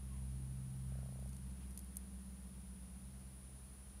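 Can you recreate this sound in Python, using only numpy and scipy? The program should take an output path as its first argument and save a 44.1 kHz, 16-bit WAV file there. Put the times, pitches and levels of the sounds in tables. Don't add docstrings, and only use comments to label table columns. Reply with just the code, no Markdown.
import sys
import numpy as np
from scipy.fft import rfft, irfft, next_fast_len
from scipy.io import wavfile
from scipy.ndimage import uniform_filter1d, map_coordinates

SR = 44100
rng = np.random.default_rng(int(sys.argv[2]) if len(sys.argv) > 2 else 0)


def pcm_store(signal):
    levels = np.round(np.clip(np.atleast_2d(signal), -1, 1) * 32767)
    wavfile.write(sys.argv[1], SR, levels.astype(np.int16).T)


N = 176400


def leg_ticks():
    # start_s, level_db, tilt_db_per_octave
    snaps = [(1.199, -58, -1), (1.277, -58, -3), (1.292, -55, -6), (1.331, -52, -9.5), (1.347, -55, 1),
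             (1.366, -51, -8), (1.708, -51.5, -3), (1.714, -63, 0), (1.747, -61, -3), (1.7753, -40.5, -5.5),
             (1.791, -46, 0), (1.814, -61, 4), (1.845, -55, 2), (1.9575, -51, 0), (1.9688, -34.5, 1.5),
             (2.219, -59, 7), (2.263, -58, 4)]
    # frequency_hz, relative_db
    spectrum = [(800, -44), (2200, -31), (3000, -28.5), (4900, -17.5), (5600, -23.5), (6400, -7.5),
                (7500, -18.5), (8600, -2), (10000, 2.5), (11000, -5.5), (12100, -1.5), (13300, -19),
                (15500, -29)]
    attack_s, snap_t60_s, tail_t60_s, tail_db = 0.00024, 0.01, 0.046, -19.5
    out, t = np.zeros(N), np.arange(SR // 20) / SR
    hz = np.fft.rfftfreq(len(t), 1 / SR)
    octaves = np.log2(np.maximum(hz, spectrum[0][0]))
    decay = amp(-60 * t / snap_t60_s) + amp(tail_db - 60 * t / tail_t60_s)
    fades = (1 - np.exp(-t / attack_s)) * (1 - t / t[-1])
    for start_s, level_db, tilt_db in snaps:
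        burst = rfft(rng.standard_normal(len(t)) * decay)
        local_power = np.abs(uniform_filter1d(np.abs(burst) ** 2, size=35))
        colour = amp(along(spectrum, hz) + tilt_db * octaves)
        snap = irfft(burst / np.sqrt(local_power) * colour, len(t)) * fades
        add(out, start_s, amp(level_db) * snap * np.linalg.norm(decay) / np.linalg.norm(snap))
    return out


def soft_pulses():
    # centre_s, peak_db
    taps = [(.9223, -52), (.9566, -52), (.9898, -52.5), (1.0316, -51), (1.0605, -53.5), (1.0909, -52),
            (1.1254, -54), (1.1594, -52.5), (1.1922, -53.5), (1.2258, -51.5), (1.2605, -53)]
    pitch_hz, width_s = 590, 0.0011
    out, t = np.zeros(N), np.arange(N) / SR
    for centre_s, peak_db in taps:
        near = np.abs(t - centre_s) < 10 * width_s
        offset_s = t[near] - centre_s
        wave = np.sin(2 * np.pi * (pitch_hz * offset_s + rng.random()))
        out[near] += amp(peak_db) * bell(offset_s, width_s) * wave
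    return out


def rustles():
    # centre_s, half_length_s, level_db, centre_hz
    brushes = [(0.137, 0.065, -78, 2410), (0.376, 0.045, -67, 272), (0.976, 0.074, -75.5, 1400),
               (1.582, 0.035, -75.5, 840), (1.625, 0.039, -77.5, 2520), (1.95, 0.043, -80, 1400)]
    width_octaves = 0.44
    out, t = np.zeros(N), np.arange(N) / SR
    for centre_s, half_length_s, level_db, centre_hz in brushes:
        band = lambda hz: bell(np.log2((hz + 1) / centre_hz), width_octaves)
        brush = unit(filtered(rng.standard_normal(N), band))
        out += amp(level_db) * bell(t - centre_s, half_length_s) * brush
    return out


def squeak():
    # time_s, pitch_hz, level_db
    slide = [(.04, 1140, -100), (.08, 1110, -83), (.12, 1073, -71), (.17, 1040, -78), (.26, 900, -84),
             (.32, 845, -110)]
    jitter_hz = 37.3
    pitch_hz, level_db = curves(slide)
    return tone(pitch_hz + jitter_hz * wobble(90), level_db)


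def machine_hum():
    # time_s, level_db
    first = [(0, -48), (.25, -46.5), (.6, -51), (.9, -49.5), (1.5, -50), (2.05, -53.5), (2.7, -55),
             (3.3, -56), (4, -57.5)]
    second = [(0, -55.5), (.35, -48.5), (.95, -48), (1.3, -53), (1.55, -56), (1.8, -75), (2.25, -72),
              (2.55, -60), (2.85, -71), (3.1, -60), (3.6, -61.5), (4, -73.5)]
    third = [(0, -60), (.9, -59.5), (1.8, -60.5), (2.15, -57.5), (2.5, -60.5), (3.1, -60.5), (3.65, -69.5),
             (4, -63)]
    rotation_hz = 65.28
    return sum(tone(rotation_hz * k, *curves(level)) for k, level in enumerate([first, second, third], 1))


def low_tones():
    # time_s, level_db
    mains_level = [(0, -70), (.4, -74), (.7, -61.5), (1.8, -62.5), (2.9, -60.5), (3.3, -72), (3.55, -70),
                   (4, -75)]
    drone_level = [(0, -73), (.5, -60), (1.2, -74), (4, -81)]
    # pitch_hz, level_db
    overtones = [(213, -76.5), (246, -79)]
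    # time_s, pitch_hz, level_db
    sinking = [(0, 65.14, -70), (1.0, 62.6, -55), (1.8, 59.2, -65), (2.3, 58.36, -62.5), (2.9, 56.8, -60),
               (3.5, 54.4, -64), (4, 53.1, -62)]
    mains_hz, drone_hz = 179.8, 49.7
    mains = tone(mains_hz, *curves(mains_level))
    drone = tone(drone_hz, *curves(drone_level))
    return mains + drone + sum(tone(hz, db) for hz, db in overtones) + tone(*curves(sinking))


def room_rumble():
    # frequency_hz, relative_db
    spectrum = [(20, -21), (35, -18), (60, -1.5), (85, 1), (115, 1.5), (155, -1), (210, -2), (270, -9.5),
                (340, -13), (450, -24), (700, -36), (2000, -69)]
    # time_s, level_db
    level = [(0, -61.5), (.4, -60.5), (1.1, -62), (1.6, -60), (2.4, -65.5), (3.3, -65.5), (4, -65.5)]
    return amp(*curves(level)) * noise(spectrum)


def hiss_and_whine():
    # frequency_hz, relative_db
    spectrum = [(100, -0.5), (450, 0.9), (700, -1.5), (1000, -3.5), (1500, -6), (2200, -8.5), (3500, -10),
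                (5600, -11.5), (7900, -11.5), (8700, -9.5), (9100, -5.5), (9550, -1.5), (10300, -3.5),
                (10600, -6.5), (11000, -11.5), (12000, -11), (13000, -12), (15500, -14)]
    # pitch_hz, level_db
    whine = [(9491, -80.5), (9550, -81), (9609, -78.5), (9668, -85), (9765, -66)]
    hiss_db = -65.5
    return amp(hiss_db) * noise(spectrum) + sum(tone(hz, db) for hz, db in whine)


def tone(hz, db):
    waver_hz, waver_db = 0.085, 0.5
    cycles = np.cumsum(hz + waver_hz * wobble(1.8)) / SR + rng.random()
    return np.sqrt(2) * amp(db + waver_db * wobble(4.08)) * np.sin(2 * np.pi * cycles)


def noise(spectrum):
    return unit(filtered(rng.standard_normal(N), lambda hz: amp(along(spectrum, hz))))


def filtered(x, response):
    size = next_fast_len(N + SR // 2)
    return irfft(rfft(x, size) * response(np.fft.rfftfreq(size, 1 / SR)), size)[..., :N]


def wobble(rate_hz):
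    points = rng.standard_normal(int(N * rate_hz / SR) + 4)
    return map_coordinates(points, [np.arange(N) * rate_hz / SR])


def curves(rows):
    time_s, *columns = np.transpose(rows)
    return [np.interp(np.arange(N) / SR, time_s, column) for column in columns]


def along(spectrum, hz):
    points_hz, points_db = np.transpose(spectrum)
    return np.interp(np.log(hz + 1), np.log(points_hz + 1), points_db)


def bell(offset, width):
    return np.exp(-.5 * (offset / width) ** 2)


def amp(db):
    return 10 ** (np.asarray(db) / 20)


def unit(x):
    return x / np.sqrt(np.mean(x ** 2) + 1e-20)


def add(track, start_s, sound):
    part = track[round(start_s * SR):][:len(sound)]
    part += sound[:len(part)]


def scene():
    hum = machine_hum() + low_tones()
    return (hum + soft_pulses() + leg_ticks() + rustles() + squeak() + room_rumble())[None]


def record(dry):
    band_limit_hz = 15600
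    return filtered(dry + hiss_and_whine(), lambda hz: hz < band_limit_hz)


dry = scene()
out = record(dry)
pcm_store(out)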